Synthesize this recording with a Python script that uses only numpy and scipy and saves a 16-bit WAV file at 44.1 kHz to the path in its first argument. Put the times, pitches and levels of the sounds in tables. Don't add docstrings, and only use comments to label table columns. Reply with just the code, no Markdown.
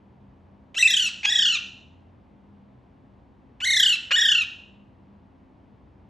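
import sys
import numpy as np
from scipy import signal
from scipy.fft import rfft, irfft, next_fast_len
from scipy.io import wavfile
from scipy.ndimage import uniform_filter1d

SR = 44100
rng = np.random.default_rng(int(sys.argv[2]) if len(sys.argv) > 2 else 0)


def log_audio(samples):
    frames = np.atleast_2d(samples).T
    limited = np.clip(frames, -1, 1)
    pcm = np.round(limited * 32767).astype(np.int16)
    wavfile.write(sys.argv[1], SR, pcm)


N = 268569
EDGE_HZ = 15900
LEAP_S = 0.0085


def squawk(course, push, trill, depth, tone, croak):
    # [start/s, end/s, pitch factor, extra level/dB, factor on the trill depth]
    flip = (0.8255, 0.875, 1.295, 5.5, .8)
    accent_lead_s, accent_s = 0.0075, 0.006
    shut, open_s = 0.18, 0.02
    jitter, croak_jitter = 0.0018, 0.21
    air_db, croak_air_db = -40, -5
    throb_db = 1.18
    flick = 0.26

    start, end, leap = course[:3]
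    crest_s, rate, change = trill
    beak, fundamental_db, opening_db, bright_db, top_db = tone
    croak_end, croak_factor, croak_rough, croak_db, accent_db = croak
    flip_start, flip_end, flip_factor, flip_db, flip_trill = flip
    t = np.arange(start, end, 1 / SR)

    low = between(t, 0, croak_end, size=220)
    high = between(t, flip_start, flip_end, size=90)
    rasp = croak_rough * low

    swing = 2 * np.pi * (t - crest_s) * (rate + change * (t - crest_s) / 2)
    depth_hz = trill_depth(t, leap, *depth)
    trill_shape = np.cos(swing) - 0.21 * np.cos(2 * swing)
    hz = melody(t, *course) + depth_hz * flip_trill ** high * trill_shape
    hz = hz * croak_factor ** low * flip_factor ** high
    hz *= 1 - flick * np.exp((t - t[-1]) / 0.0045)
    shake = (jitter * (1 - high) + croak_jitter * rasp) * wobble(len(t), hz=700)
    turns = np.cumsum(hz * (1 + shake)) / SR

    gape = beak * (1 - shut * np.exp((start - t) / open_s))
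    first_db = fundamental_db + opening_db * (1 - low) * soft_step((leap - t) / LEAP_S)

    def resonance(f, opening):
        return throat(f, opening, bright_db, top_db)

    voice = harmonics(hz, turns, low, high, first_db, croak_db, lambda f: resonance(f, gape))
    voice += gain_of(air_db) * air(turns, lambda f: resonance(f, beak))
    croak_air = air(turns, lambda f: resonance(f, beak * (1 - shut / 2)))
    voice += gain_of(croak_air_db) * rasp * croak_air

    voice /= np.sqrt(uniform_filter1d(voice ** 2, size=1400) + 1e-9)
    accent = np.exp(-((t - croak_end + accent_lead_s) / accent_s) ** 2)
    level_db = effort(t, *push) + accent_db * accent + flip_db * high
    throb = np.cos(swing) * (2 * high - 1) * np.clip(depth_hz / 100, 0, 1.5)
    soft_ends = signal.windows.tukey(len(t), 0.015)
    return t[0], gain_of(level_db + throb_db * throb) * voice * soft_ends


def harmonics(hz, turns, low, high, first_db, croak_db, resonance):
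    shimmer = 0.059
    voice = np.zeros(len(hz))
    for k in range(1, 17):
        if k == 1:
            source_db = first_db * (1 - high)
        else:
            source_db = -high * (2 if k % 2 else 16 / np.sqrt(k))
        source_db = source_db + low * croak_db * read([(1000, 1), (2000, 0)], k * hz)
        breaks_db = (3.5 if k > 2 else 1.2) * (1 - high) * wobble(len(hz), hz=60)
        flutter = 1 + shimmer * (1 - high) * wobble(len(hz), hz=310)
        strength = gain_of(source_db + breaks_db) * resonance(k * hz) * (k * hz < EDGE_HZ)
        voice += strength * flutter * np.sin(2 * np.pi * k * turns)
    return voice


def throat(f, gape, bright_db, top_db):
    # [f/Hz, relative level/dB]
    throat_curve = [(500, -32.5), (900, -19.5), (1300, -25), (1750, -15), (2150, -9.5), (2600, 0),
                    (3000, 2.5), (3650, -5), (4250, -13), (4800, -19.5), (5700, -17), (6800, -18),
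                    (7800, -18.5), (8600, -28.5), (10700, -32.5), (15500, -52)]
    brightness = [(3600, 0.00049), (6000, bright_db), (11000, top_db)]
    return gain_of(read(throat_curve, f / gape) + read(brightness, f))


def air(turns, resonance):
    puffs = wobble(len(turns), hz=18120) * (1 + np.cos(2 * np.pi * turns))
    return evened(filtered(puffs, resonance))


def melody(t, start, end, leap, low_hz, top_hz, final_hz):
    scoop, scoop_s = 0.18, 0.0166
    drop, drop_s = 0.14, 0.0236
    sink_power = 2.83
    progress = np.clip((t - leap) / (end - leap), 0, 1)
    sinking_hz = top_hz + (final_hz - top_hz) * np.sin(np.pi / 2 * progress) ** sink_power
    hz = low_hz + (sinking_hz - low_hz) * soft_step((t - leap) / LEAP_S)
    return hz * (1 - scoop * np.exp((start - t) / scoop_s) - drop * np.exp((t - end) / drop_s))


def trill_depth(t, leap, full_hz, calm):
    rest, grow_s, calm_s = 0.29, 0.038, 0.0214
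    grown = 1 - np.exp(-np.maximum(t - leap, 0) / grow_s)
    return full_hz * (rest + (1 - rest) * grown * soft_step((calm - t) / calm_s))


def effort(t, attack_db, attack_s, swell_db_per_s, climax, climax_db):
    fade_db_per_s, release_db, release_s = 41, 12.5, 0.011
    rising = np.cos(np.pi / 2 * np.minimum((t - t[0]) / attack_s, 1)) ** 2
    arch_db = np.minimum(swell_db_per_s * (t - climax), fade_db_per_s * (climax - t))
    return climax_db + arch_db - attack_db * rising - release_db * np.exp((t - t[-1]) / release_s)


def bounced(sound, bounce):
    paths = np.reshape(bounce, (2, 2))
    return filtered(sound, lambda f: 1 + reflections(f, paths))


def reflections(f, paths):
    return sum(gain_of(db) * np.exp(-2j * np.pi * f * s) for s, db in paths)


def nearby(x):
    # [delay/s, level/dB before the beam]
    echo_paths = [(.0037, -21), (.0056, -20.5), (0.0109, -19.5), (0.017, -22), (0.028, -22)]
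    # [f/Hz, extra level/dB]
    beam = [(2500, -2.5), (3500, 5), (5000, 6), (7000, 5), (12000, 0.5)]
    # [f/Hz, phase/rad]
    lead_phase = [(800, -4.5), (1350, 1.74), (2000, 0.37), (3100, 0.41), (4000, 0.15), (7200, 0),
                  (8000, -1.6), (8900, -3.5), (9600, -2.5), (10700, -7.5), (11700, -7.5), (13300, -11),
                  (15500, -8)]

    def response(f):
        echoes = 1 + gain_of(read(beam, f)) * reflections(f, echo_paths)
        left_right = np.exp(0.5j * np.outer([1, -1], read(lead_phase, f)))
        return echoes * left_right

    return filtered(x, response)


def room(x):
    # [f/Hz, time/s]
    ring_time = [(500, 0.5), (1500, .5), (2800, 0.6122), (4000, 0.5745), (6000, 0.51), (8000, 0.6),
                 (14000, 0.25)]
    # [f/Hz, relative level/dB]
    ring_colour = [(500, -12), (1400, -4), (2000, -8), (2700, -8.5), (3400, -12.5), (4200, -7),
                   (6000, -10.5), (8000, -19), (14000, -20)]
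    hz, t, z = signal.stft(rng.standard_normal((2, SR)), SR, nperseg=256)
    build = 1 - np.exp(-t / 0.014)
    decay = build * gain_of(-60 * t / read(ring_time, hz)[:, None])
    tails = signal.istft(z * decay, SR, nperseg=256)[1]
    tails /= np.linalg.norm(tails[0])
    coloured = filtered(x, lambda f: gain_of(read(ring_colour, f)))
    return diffuse(*signal.fftconvolve(coloured[None], tails, axes=1)[:, :N])


def diffuse(a, b):
    # [f/Hz, likeness (1 = the same)]
    likeness = [(60, 1), (130, 0.76), (290, .82), (640, 0.41), (1400, 0.3), (3100, 0.99), (6800, 1),
                (15000, .6)]

    def same(f):
        return np.clip(read(likeness, f), -1, 1)

    mid = filtered(a, lambda f: np.sqrt((1 + same(f)) / 2))
    side = filtered(b, lambda f: np.sqrt((1 - same(f)) / 2))
    return np.array([mid + side, mid - side])


def background():
    # [f/Hz, relative level/dB per Hz]
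    rumble_curve = [(15, -58.5), (25, -24.5), (40, -15.5), (54, -5.5), (128, -4.5), (163, -9), (196, -3.5),
                    (231, -6.5), (257, -6), (438, -15.5), (833, -17), (927, -16.5), (1310, -26.5),
                    (3010, -36.5), (15000, -73.5)]
    # [f/Hz, level/dB]
    hum_lines = [(64, -66), (87, -62), (126, -66.5), (200, -60.5), (263, -67)]
    rumble_db, hum_db = -55, -1
    waver = 0.79
    lean_db = 0.46
    noise = filtered(rng.standard_normal((2, N)), lambda f: gain_of(read(rumble_curve, f)))
    rumble = gain_of(rumble_db) * evened(diffuse(*noise))
    t = np.arange(N) / SR
    hum = np.zeros(N)
    for hz, db in hum_lines:
        strength = 1 + waver * wobble(N, hz=2.6)
        line = strength * np.sin(2 * np.pi * hz * t + wobble(N, hz=6.2))
        hum += gain_of(db + hum_db) * evened(line)
    return (rumble + hum) * gain_of([[lean_db], [-lean_db]])


def gain_of(db):
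    return 10 ** (np.asarray(db) / 20)


def evened(x):
    return x / np.sqrt(np.mean(x ** 2) + 1e-20)


def read(points, hz):
    f, value = np.transpose(points)
    return np.interp(np.log(hz + 1), np.log(f + 1), value)


def filtered(x, response):
    size = next_fast_len(x.shape[-1] + 4096)
    spectrum = rfft(x, size) * response(np.fft.rfftfreq(size, 1 / SR))
    return irfft(spectrum, size)[..., :x.shape[-1]]


def wobble(size, hz):
    slow = filtered(rng.standard_normal(N), lambda f: 1 / (1 + (f / hz) ** 4))
    return evened(slow)[:size]


def between(t, start, end, size):
    return uniform_filter1d(1.0 * ((t > start) & (t < end)), size=size)


def soft_step(u):
    return (1 + np.tanh(u)) / 2


def add(mix, s, sound):
    part = mix[round(s * SR):][:len(sound)]
    part += sound[:len(part)]


def scene():
    # [start/s, end/s, time of the leap/s, pitch before it/Hz, top pitch/Hz, final pitch/Hz]
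    courses = [(0.743, 1.095, .7844, 1366, 2001, 1392), (1.23, 1.576, 1.2926, 1640, 1854, 1358),
               (3.602, 3.963, 3.6469, 1487, 2067, 1413), (4.106, 4.443, 4.1574, 1466, 1821, 1364)]
    # [attack rise/dB, attack/s, swell/dB per s, climax time/s, level there/dB before the mix]
    pushes = [(19.5, 0.046, 1, 1.009, -21), (8, 0.034, 18, 1.485, -18.5), (12.5, 0.047, 27.5, 3.848, -16),
              (5.5, 0.011, 5.5, 4.312, -17.5)]
    # [time of one crest/s, rate there/Hz, change of rate/Hz per s]
    trills = [(.7939, 29.92, 9.86), (1.3094, 29.43, 6.34), (3.6599, 31.6, -3.39), (4.1717, 28.75, 14.11)]
    # [full depth/Hz before its shape and the flip, time it calms/s]
    depths = [(160, 1.003), (169, 1.486), (182, 3.871), (152, 4.361)]
    # [beak opening as a factor on the resonances, fundamental/dB, more of it before the leap/dB,
    # overtones at 6 kHz/dB, overtones at 11 kHz/dB]
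    tones = [(1.023, 2.5, 7.5, 4.5, 3.5), (0.98, 2, 1.5, 1.5, -8), (0.99, 2, 9.5, -0.5, 4),
             (0.96, 3.5, 0.5, -4.5, -3.5)]
    # [end/s, pitch factor, roughness 0-1, boost of its low partials/dB,
    # brief accent near its end/dB (a clear burst in the second row, a dip if negative)]
    croaks = [(.757, 0.56, 0.8, 16.5, 1), (1.26, 0.58, .3, 5, 7.5), (3.615, 0.7, 0.6, 15, 0.5),
              (4.123, 0.42, 0.82, 11, -2)]
    # [delay/s, level/dB, delay/s, level/dB]
    bounces = [(.000343, -16.5, .00188, -15.5), (.0009, -11, 0.0024, -13.5), (.000428, -20.5, .0018, -18.5),
               (.001136, -16, 0.000694, -14)]
    spills_db = [.7, 0.44, -0.62, -1.1]
    direct_db, room_db = -1.11, -4

    spill, direct = np.zeros((2, N))
    rows = zip(courses, pushes, trills, depths, tones, croaks, bounces, spills_db)
    for *call, bounce, spill_db in rows:
        s, sound = squawk(*call)
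        add(spill, s, gain_of(spill_db) * sound)
        add(direct, s, bounced(sound, bounce))
    return gain_of(direct_db) * nearby(direct) + gain_of(room_db) * room(spill) + background()


def record(dry):
    low_pass = signal.firwin(511, EDGE_HZ, window=("kaiser", 9), fs=SR)
    return signal.oaconvolve(dry, low_pass[None], "same")


dry = scene()
out = record(dry)
log_audio(out)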